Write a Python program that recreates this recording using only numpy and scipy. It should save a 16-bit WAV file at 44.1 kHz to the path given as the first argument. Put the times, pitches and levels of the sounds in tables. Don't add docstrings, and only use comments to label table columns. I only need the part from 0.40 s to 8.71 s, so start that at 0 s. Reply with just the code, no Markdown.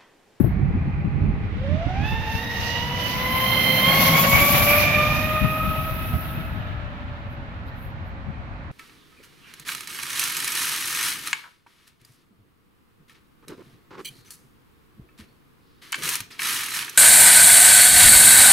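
import sys
import numpy as np
from scipy import signal
from scipy.io import wavfile

SR = 44100
rng = np.random.default_rng(int(sys.argv[2]) if len(sys.argv) > 2 else 0)


def wav_out(sig):
    wavfile.write(sys.argv[1], SR, np.round(np.clip(np.atleast_2d(sig).T, -1, 1) * 32767).astype(np.int16))


N = 366685
TIME = np.arange(N) / SR

START_S, PLANING_S = 0.937, 1.9
CLOSEST_S, DISTANCE_M, SPEED_M_PER_S = 3.89, 35.8, 74.1
FULL_SHAFT_HZ, EFFORT_DB_PER_OCTAVE = 570.3, 12.5
FLICKER_DB = 1.2
MOTOR_BEARINGS_DEG, WATER_BEARINGS_DEG = (56, 96.7, 157.3), (54.3, 90, 116, 143.8)
# ahead_db, abeam_db, astern_db, fade_db_per_s
SHAFT_BEAM, DRONE_BEAM = (-29.5, -32, -27.5, 9), (-23, -26.5, -26.5, 1.5)
ROAR_BEAM, WASH_BEAM = (-21, -22.5, -24.5, 4), (-30, -29.5, -31, 25)

# time_s, first_hz, second_hz
SHAFT_RATES = [(1.1, 211.3, 209), (1.27, 279.8, 278.7), (1.45, 346, 341), (1.68, 430, 441.8),
               (1.76, 441.5, 451), (1.88, 432, 458.5), (1.96, 448, 445.3), (2.03, 448, 472.7),
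               (2.15, 453, 473), (2.25, 460.6, 475.6), (2.36, 468, 481), (2.5, 480, 495.3),
               (2.62, 489, 496), (2.8, 507, 502.7), (3.0, 519.5, 514), (3.12, 525.5, 518),
               (3.28, 527, 518.2), (3.42, 520.4, 518.5), (3.52, 544.6, 531), (3.62, 546, 539.5),
               (3.69, 537, 531.3), (3.78, 545, 559.6), (3.88, 554, 552.7), (4.04, 570.7, 571.3),
               (4.2, 569.8, 589.6), (4.28, 583.3, 584), (4.45, 590.4, 598.6), (4.7, 605, 601.4),
               (4.85, 614.7, 620), (5.25, 634.2, 623.6), (5.7, 640.8, 642), (6.1, 649, 643),
               (6.35, 595, 595), (6.8, 576, 574), (7.4, 540, 547)]
# time_s, level_db
BLADE_LEVEL = [(1.15, -48), (1.235, -34), (1.44, -33), (1.478, -40), (1.495, -20), (1.525, -36),
               (1.55, -27), (1.6, -35), (1.7, -34), (1.95, -36), (2.13, -43), (2.3, -35), (2.72, -37.5),
               (2.97, -25.5), (3.3, -34.5), (3.56, -22.5), (3.76, -24), (4.02, -27.5), (4.12, -25.5),
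               (4.38, -29.5), (4.48, -35), (4.6, -26), (4.76, -26.5), (4.87, -35.5), (4.96, -24.5),
               (5.1, -32.5), (5.24, -26.5), (5.48, -32), (5.75, -44), (6.1, -48), (6.22, -56), (6.7, -70)]
# shaft_order, ahead_db, abeam_db, astern_db, fade_db_per_s,
# skirt_weight, froth_weight, pan_share
OVERTONES = [(3, -63.5, -70, -30, 15, 5.5, 0.96, 0.0068), (4, -19, -22, -24, 12.5, 2.5, 0.76, 0.12),
             (5, -68, -59, -45, 19, 4.5, 1, 0.22), (6, -18.5, -43.5, -36.5, 25, 1.5, 0.7, 1),
             (8, -30.5, -55, -80, 23, 2.8, 0.86, 0.69), (11, -45, -82.5, -81, 22, 3.9, 6, 0.31)]
# time_s, orders_3_to_5_db, order_6_db, higher_orders_db
OVERTONE_RIDE = [(1.3, -13, -11, -21), (1.58, -3, -8, -12), (1.67, 2.5, 5.5, 9), (1.82, -3, -6.5, 1),
                 (1.95, 1.5, 0.5, 4), (2.07, 1.5, -12, 5), (2.37, 1, 2.5, 1), (2.5, -6.5, -6.5, -10),
                 (2.67, -4.5, 1.5, -15), (2.8, -2, -9.5, -8), (3.1, 0.5, 1, 3.5), (3.28, 4, 0.5, 6),
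                 (3.48, 0, 2, 2.5), (3.6, -2, -13, 0.5), (3.7, -3.5, -0.5, -1), (3.9, -4, -1.5, 1.5),
                 (4.0, 5, 3, 1.5), (4.08, -2.5, -3, -7), (4.19, -6, -7, -4), (4.3, 1, -4.5, 0),
                 (4.58, 6, 4, 0), (4.8, 1, -1, -2), (5.4, -5.5, -11, -3)]
# time_s, blade_pan_db, overtone_sweep_db
WHINE_PAN = [(1.2, 0, -2.5), (2.1, -3, -7), (2.6, 7, -19), (3.3, 12.5, -15.5), (3.55, 15, -7.5),
             (4.0, 9, 9), (4.6, 0.5, -9), (5.3, 0.5, -70), (6.5, -11, 6)]
# time_s, churn_share
CHURN = [(1.3, 0.5), (1.7, 0.4), (2.4, 0.34), (3.0, 0.18), (3.45, 0), (3.68, 0.9), (4.0, .65), (4.15, .95),
         (4.42, 1), (4.65, .35), (5.3, 0.34)]
# time_s, level_db
COAST_LEVEL = [(6.1, -90), (6.3, -50), (6.75, -53), (7.1, -59), (7.7, -58), (8.3, -55)]
# time_s, shaft_hz
IDLE_RATE = [(0.1, 358.7), (0.33, 404), (0.9, 409.6), (1.15, 394)]
# shaft_order, level_db, skirt_weight, froth_weight
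IDLE_PARTIALS = [(1, -48.5, .2, 0.98), (2, -50.5, 0.37, .1), (3, -59, 0.37, .2), (5, -51, 1.6, 4.4),
                 (6, -51.5, 1.3, 2.2)]

# frequency_hz, relative_density_db
DRONE_SPECTRUM = [(105, -0.5), (135, 1), (162, -4), (195, -1.5), (245, -4), (310, -11.5), (400, -19.5)]
ROAR_SPECTRUM = [(300, 12.5), (420, -15), (580, 11.5), (800, 9), (1150, 7), (1550, 7.5), (2000, 7.5),
                 (2450, 2), (2900, 12.5), (3700, -3), (5000, -55.5)]
WASH_SPECTRUM = [(2400, 27), (3300, 20.5), (4300, 22), (5500, 21), (7000, -17), (8300, -50.5), (10000, -69)]
SPRAY_SPECTRUM = [(8500, -29), (9800, -19.5), (11000, 15.5), (12200, 22), (13500, 18.5), (15700, 12)]
PATTER_SPECTRUM = [(3600, 3.5), (5300, 6.5), (6300, -4), (7500, -13.5)]
SIZZLE_SPECTRUM = [(5600, -2), (6600, 19), (7600, 15.5), (8800, -17), (10500, -6)]
LAUNCH_SPECTRUM = [(1100, -0.5), (1600, -3.5), (2200, 7.5), (2900, -4.5), (3700, -2), (4800, -31)]
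# time_s, level_db
PLUME_LEVEL = [(1.5, -79), (1.7, -59.5), (2.0, -52.5), (2.25, -36.5), (2.55, -48.5), (2.8, -40.5),
               (2.97, -31), (3.48, -26.5), (3.6, -22), (3.85, -26.5), (4.0, -20.5), (4.37, -22), (4.5, -34),
               (4.7, -37), (5.8, -40.5), (6.05, -50), (6.4, -77.5), (8.3, -89)]
# peak_s, half_length_s, spray_boost_db, wash_boost_db
HULL_SKIPS = [(1.707, 0.031, 9.5, 2), (1.952, 0.055, 8, 5.5), (2.286, 0.11, -8, 11), (2.683, 0.071, 6, 7),
              (3.642, 0.045, 0.5, 7), (3.805, .02, 7, 0), (3.907, 0.018, 1.5, -1), (4.42, 0.041, 0, 5.5),
              (4.79, 0.05, 0, 4.5)]
# peak_s, half_length_s, peak_db
HISSES = [(-0.002, 0.052, -43.5), (6.924, 0.022, -68), (7.281, .015, -65), (7.434, 0.041, -56.5),
          (7.676, .02, -70)]
# frequency_hz, left_right_correlation
LAKE_IMAGE = [(150, 1), (650, 0.96), (1000, 0.046), (1500, -0.4), (2150, 0.36), (2900, -0.14),
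              (4000, 0.035), (8000, -0.3), (13000, -0.15)]

# delay_s, gain_db
BANK_ECHOES = [(0.046, -27), (.11, -18.5), (0.189, -16.5), (.47, -19)]
# time_s, blade_hz, ride_db
FAR_ECHO = [(5.75, 821, -52.5), (6.2, 845, -51.5), (6.6, 870, -57), (7.0, 897, -61), (7.35, 913, -63),
            (8.3, 940, -95)]
# frequency_hz, relative_density_db
BLUR_SPECTRUM = [(1150, -19), (1350, 7), (1550, -13), (1750, -1), (1950, -19)]
RUSTLE_SPECTRUM = [(200, 21), (420, 1), (550, 10), (900, 10.5), (1400, 9), (1900, 6.5), (2400, 1.5),
                   (3200, -10.5), (4200, -7), (5200, -109), (7000, -13)]
TICK_SPECTRUM = [(3200, -1), (4200, 4), (5500, -13)]

# time_s, strength_db, pan_db
BREEZE = [(0, -26.5, -4), (1.0, -28, -6.5), (1.5, -28.5, -10.5), (2.05, -37, 2.5), (3.4, -41.5, 1),
          (3.9, -39, 15), (4.5, -30.5, 5.5), (5.3, -31.5, 6), (7.0, -41.5, 2), (8.3, -42.5, 1)]
# peak_s, half_length_s, strength_db, pan_db
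GUSTS = [(0.005, 0.0087, 0, 22), (0.061, 0.023, -9.5, 27), (0.115, 0.013, -18, -22),
         (0.217, 0.053, -18.5, -10.5), (0.311, 0.0056, -8.5, 15), (0.359, 0.017, -15.5, -3),
         (0.468, 0.079, -24, 3), (0.663, 0.015, -14, 25), (0.84, 0.056, -12.5, -10),
         (0.895, 0.0094, -16, -10), (.947, 0.006, -26, 13), (1.051, 0.01, -20.5, 22),
         (1.165, 0.0096, -20, 20), (1.215, .009, -28, 22), (1.319, 0.037, -16, -26),
         (1.473, 0.0058, -13.5, -40), (1.656, 0.063, -23.5, -14), (1.721, 0.013, -19.5, -3),
         (1.953, 0.0078, -23, 23), (3.978, 0.046, -21.5, 23), (4.175, 0.055, -24, 23),
         (4.761, 0.056, -32, -32), (5.04, 0.024, -15, 27), (5.281, 0.029, -29, 19),
         (5.752, 0.015, -21, -21), (5.982, 0.032, -36, 16), (6.18, 0.022, -31, 23), (6.372, 0.072, -38, 24),
         (7.89, 0.016, -28.5, 26)]
# frequency_hz, relative_density_db
THUMP_SPECTRUM = [(20, -27), (32, -9), (48, 3.5), (66, 2), (95, 4), (135, -11)]
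FLUTTER_SPECTRUM = [(70, -7), (105, -5.5), (145, 0), (200, -6), (260, -14.5), (330, -20), (480, -43.5)]
SLAP_SPECTRUM = [(250, -6), (600, -9), (1400, -32)]
# frequency_hz, left_right_correlation
WIND_IMAGE = [(30, 0.22), (70, 0.37), (140, 0.81), (280, 0.37)]


def whine(wander=0.003007, stutter_db=1.8, surge_db=6.5):
    churn, = in_time(CHURN)
    blade_db, = in_time(BLADE_LEVEL)
    coast_db, = in_time(COAST_LEVEL)
    blade_pan_db, sweep_db = in_time(WHINE_PAN)
    low_db, sixth_db, high_db = in_time(OVERTONE_RIDE)
    first, second = (turning(hz * (1 + wander * drift(21.3))) for hz in in_time(SHAFT_RATES))
    slip = .18 * churn * drift(35)
    first, second = first + slip, second + slip
    skirt, froth = .12 + .2 * churn, .12 + .99 * churn
    bite_db = stutter_db * churn * drift(35)
    blade = partial(first, skirt, .21 * froth, order=2, twin=second, twin_db=-11)
    out = from_db(blade_db + .5 * bite_db) * panned(blade_pan_db) * blade
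    for order, *beam, skirt_weight, froth_weight, pan_share in OVERTONES:
        ride_db = low_db if order < 6 else sixth_db if order == 6 else high_db
        gain = from_db(bite_db + ride_db) * radiated(MOTOR_BEARINGS_DEG, beam)
        overtone = partial(second, skirt_weight * skirt, froth_weight * froth, order=order, twin=first)
        out += gain * panned(-3 + pan_share * sweep_db) * overtone
    surge = from_db(surge_db * swell(4.384, .14))
    driven = planing() * radiated(MOTOR_BEARINGS_DEG, SHAFT_BEAM) * surge
    shaft = partial(second, .8 * skirt, ripple_db=.5, width_rad=.073, twin=first)
    out += np.hypot(driven, from_db(coast_db)) * shaft
    return out * np.clip((TIME - START_S) / .068, 0, 1)


def partial(angle, skirt, froth=0, order=1, ripple_db=2.1, width_rad=.057, twin=None, twin_db=-6):
    phase = order * angle
    spread = width_rad * drift(32) * np.array([[1], [-1]])
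    tone = np.sin(phase + spread) * from_db(ripple_db * drift(32))
    if twin is not None:
        tone = tone + from_db(twin_db) * np.sin(order * twin)
    narrow = noise_around(phase, 70)
    wide = np.array([noise_around(phase, 260) for ear in range(2)])
    return rms_one(tone + skirt * narrow + froth * wide)


def idle():
    shaft_hz, = in_time(IDLE_RATE)
    angle = turning(shaft_hz)
    hum = sum(from_db(level_db) * partial(angle, skirt, froth, order=order)
              for order, level_db, skirt, froth in IDLE_PARTIALS)
    return hum * np.interp(TIME, [0, .1, 1.05, 1.2], [0, 1, 1, 0])


def water(spurt_db=1.2, roar_spurt_db=3.3, patter_db=-17):
    plume_db, = in_time(PLUME_LEVEL)
    churn, = in_time(CHURN)
    spray_db = wash_db = spurt_db * churn * drift(20)
    for peak_s, half_s, spray_boost_db, wash_boost_db in HULL_SKIPS:
        spray_db = spray_db + spray_boost_db * swell(peak_s, half_s)
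        wash_db = wash_db + wash_boost_db * swell(peak_s, half_s)
    hisses = sum(from_db(peak_db) * swell(peak_s, half_s) for peak_s, half_s, peak_db in HISSES)
    drone = water_gain(DRONE_BEAM) * banded_noise(DRONE_SPECTRUM, 16)
    spurts = from_db(roar_spurt_db * churn * drift(25))
    roar = water_gain(ROAR_BEAM) * spurts * banded_noise(ROAR_SPECTRUM, 13)
    wash = water_gain(WASH_BEAM) * from_db(wash_db) * banded_noise(WASH_SPECTRUM, 32)
    plume = from_db(plume_db + spray_db)
    patter = from_db(patter_db) * plume * banded_noise(PATTER_SPECTRUM, 23)
    spray = (plume + hisses) * banded_noise(SPRAY_SPECTRUM, 23, flicker_db=1)
    body = planing() * (drone + roar * panned(-.2) + wash * panned(-6.5))
    return body + spray * panned(.71) + patter


def hull_hum(pitch_hz=162, width_hz=14):
    hum = rms_one(noise_around(2 * np.pi * pitch_hz * TIME, width_hz))
    return from_db(-26.5) * hum * swell(3.66, .22)


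def sizzle(falloff=3.8):
    _, boat_db = course()
    return from_db(-34 + falloff * boat_db) * planing() * banded_noise(SIZZLE_SPECTRUM, 21)


def launch():
    return from_db(-42) * swell(1.48, .3) * panned(-4.5) * banded_noise(LAUNCH_SPECTRUM, 13)


def planing():
    return np.clip((TIME - START_S) / (PLANING_S - START_S), 0, 1) ** .52


def course():
    shaft_hz = np.mean(in_time(SHAFT_RATES), axis=0)
    along_m = SPEED_M_PER_S * (TIME - CLOSEST_S)
    near_db = -20 * np.log10(np.hypot(along_m, DISTANCE_M) / DISTANCE_M)
    effort_db = EFFORT_DB_PER_OCTAVE * np.log2(shaft_hz / FULL_SHAFT_HZ)
    return np.degrees(np.arctan2(DISTANCE_M, -along_m)), near_db + effort_db


def radiated(bearings_deg, beam):
    *levels_db, fade_db_per_s = beam
    bearing_deg, boat_db = course()
    astern_s = np.cumsum(bearing_deg > bearings_deg[-1]) / SR
    return from_db(boat_db + np.interp(bearing_deg, bearings_deg, levels_db) - fade_db_per_s * astern_s)


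def water_gain(beam):
    ahead_db, abeam_db, astern_db, fade_db_per_s = beam
    return radiated(WATER_BEARINGS_DEG, (ahead_db, abeam_db, abeam_db, astern_db, fade_db_per_s))


def bank_echoes(motor, ear_lag_s=.00019):
    out = np.zeros((2, N))
    for delay_s, gain_db in BANK_ECHOES:
        lag_s = ear_lag_s * rng.uniform(-1, 1)
        for ear, late_s in enumerate((delay_s + lag_s / 2, delay_s - lag_s / 2)):
            out[ear] += from_db(gain_db) * np.interp(TIME - late_s, TIME, motor[ear], left=0)
    return out


def far_shore():
    blade_hz, ride_db = in_time(FAR_ECHO)
    angle = turning(blade_hz)
    blade = from_db(-5) * partial(angle, skirt=1.2)
    octave = from_db(-2) * partial(angle, skirt=2, froth=1, order=2)
    blur = from_db(9) * banded_noise(BLUR_SPECTRUM, 14)
    return from_db(ride_db) * (blade + octave + blur) * np.interp(TIME, [5.4, 5.8], [0, 1])


def wind(lump_db=2, ear_lump_db=1.5, calm_db=-32):
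    breeze_db, breeze_pan_db = in_time(BREEZE)
    power = (from_db(breeze_db) * panned(breeze_pan_db)) ** 2
    for peak_s, half_s, strength_db, pan_db in GUSTS:
        power += (from_db(strength_db) * panned(pan_db) * swell(peak_s, half_s)) ** 2
    lumps_db = lump_db * drift(43) + ear_lump_db * np.array([drift(13) for ear in range(2)])
    gust = np.sqrt(power) * from_db(lumps_db - calm_db)
    thumps = from_db(1.66) * gust ** .54 * banded_noise(THUMP_SPECTRUM, 22, WIND_IMAGE)
    flutter = from_db(-2.5) * gust ** .89 * banded_noise(FLUTTER_SPECTRUM, 13.2, WIND_IMAGE, 3)
    return from_db(calm_db) * (thumps + flutter)


def wind_slap():
    return from_db(-24) * swell(.0458, .0034) * panned(20) * banded_noise(SLAP_SPECTRUM, 23, WIND_IMAGE)


def shore_rustle():
    return from_db(-42.5) * panned(-3) * banded_noise(RUSTLE_SPECTRUM, 10, flicker_db=.6)


def tick():
    return from_db(-57) * swell(7.29, .008) * banded_noise(TICK_SPECTRUM, 19)


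def banded_noise(spectrum, flicker_hz, image=LAKE_IMAGE, flicker_db=FLICKER_DB):
    low_hz, high_hz = spectrum[0][0], min(spectrum[-1][0], .45 * SR)
    edges = np.geomspace(low_hz, high_hz, max(7, round(3 * np.log2(high_hz / low_hz))))
    out, white = 0, rng.standard_normal((2, 2, N))
    for k, (low, high) in enumerate(zip(edges, edges[1:])):
        band = signal.butter(2, [low, high], "band", fs=SR, output="sos")
        mid, side = signal.sosfilt(band, white[k % 2])
        centre_hz = np.sqrt(low * high)
        alike = np.clip(at_hz(image, centre_hz), -1, 1)
        gain = from_db(at_hz(spectrum, centre_hz) + flicker_db * drift(flicker_hz))
        out = out + gain * (np.sqrt(1 + alike) * mid + np.sqrt(1 - alike) * side * [[1], [-1]])
    return rms_one(out)


def noise_around(phase, width_hz):
    return drift(width_hz) * np.sin(phase) + drift(width_hz) * np.cos(phase)


def drift(rate_hz):
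    pole = np.exp(-16 * np.pi * rate_hz / SR)
    white = rng.standard_normal(N // 8 + 8002)
    slow = signal.lfilter([1], [1, -2 * pole, pole * pole], white)[8000:]
    return np.interp(np.arange(N) / 8, np.arange(len(slow)), rms_one(slow))


def swell(peak_s, half_s):
    return np.exp(-.5 * np.minimum(((TIME - peak_s) / half_s) ** 2, 100))


def turning(hz):
    return 2 * np.pi * np.cumsum(hz) / SR


def panned(pan_db):
    gains = from_db(np.array([[.5], [-.5]]) * pan_db)
    return gains / np.sqrt(np.mean(gains ** 2, axis=0))


def in_time(rows):
    time_s, *columns = np.transpose(rows)
    return [np.interp(TIME, time_s, column) for column in columns]


def at_hz(points, hz):
    frequency_hz, values = np.transpose(points)
    return np.interp(np.log(hz), np.log(frequency_hz), values)


def from_db(db):
    return 10 ** (np.asarray(db) / 20)


def rms_one(x):
    return x / np.sqrt(np.mean(x ** 2) + 1e-20)


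def scene():
    motor = whine() + idle()
    shore = shore_rustle()
    echoes = bank_echoes(motor) + far_shore()
    wake = launch() + water() + sizzle() + hull_hum()
    return motor + echoes + wake + shore + wind() + wind_slap() + tick()


def record(dry, ceiling=.9, cutoff_hz=15800):
    rounded = dry / (1 + (dry / ceiling) ** 6) ** (1 / 6)
    return signal.sosfilt(signal.ellip(10, .2, 80, cutoff_hz, fs=SR, output="sos"), rounded)


dry = scene()
out = record(dry)
wav_out(out)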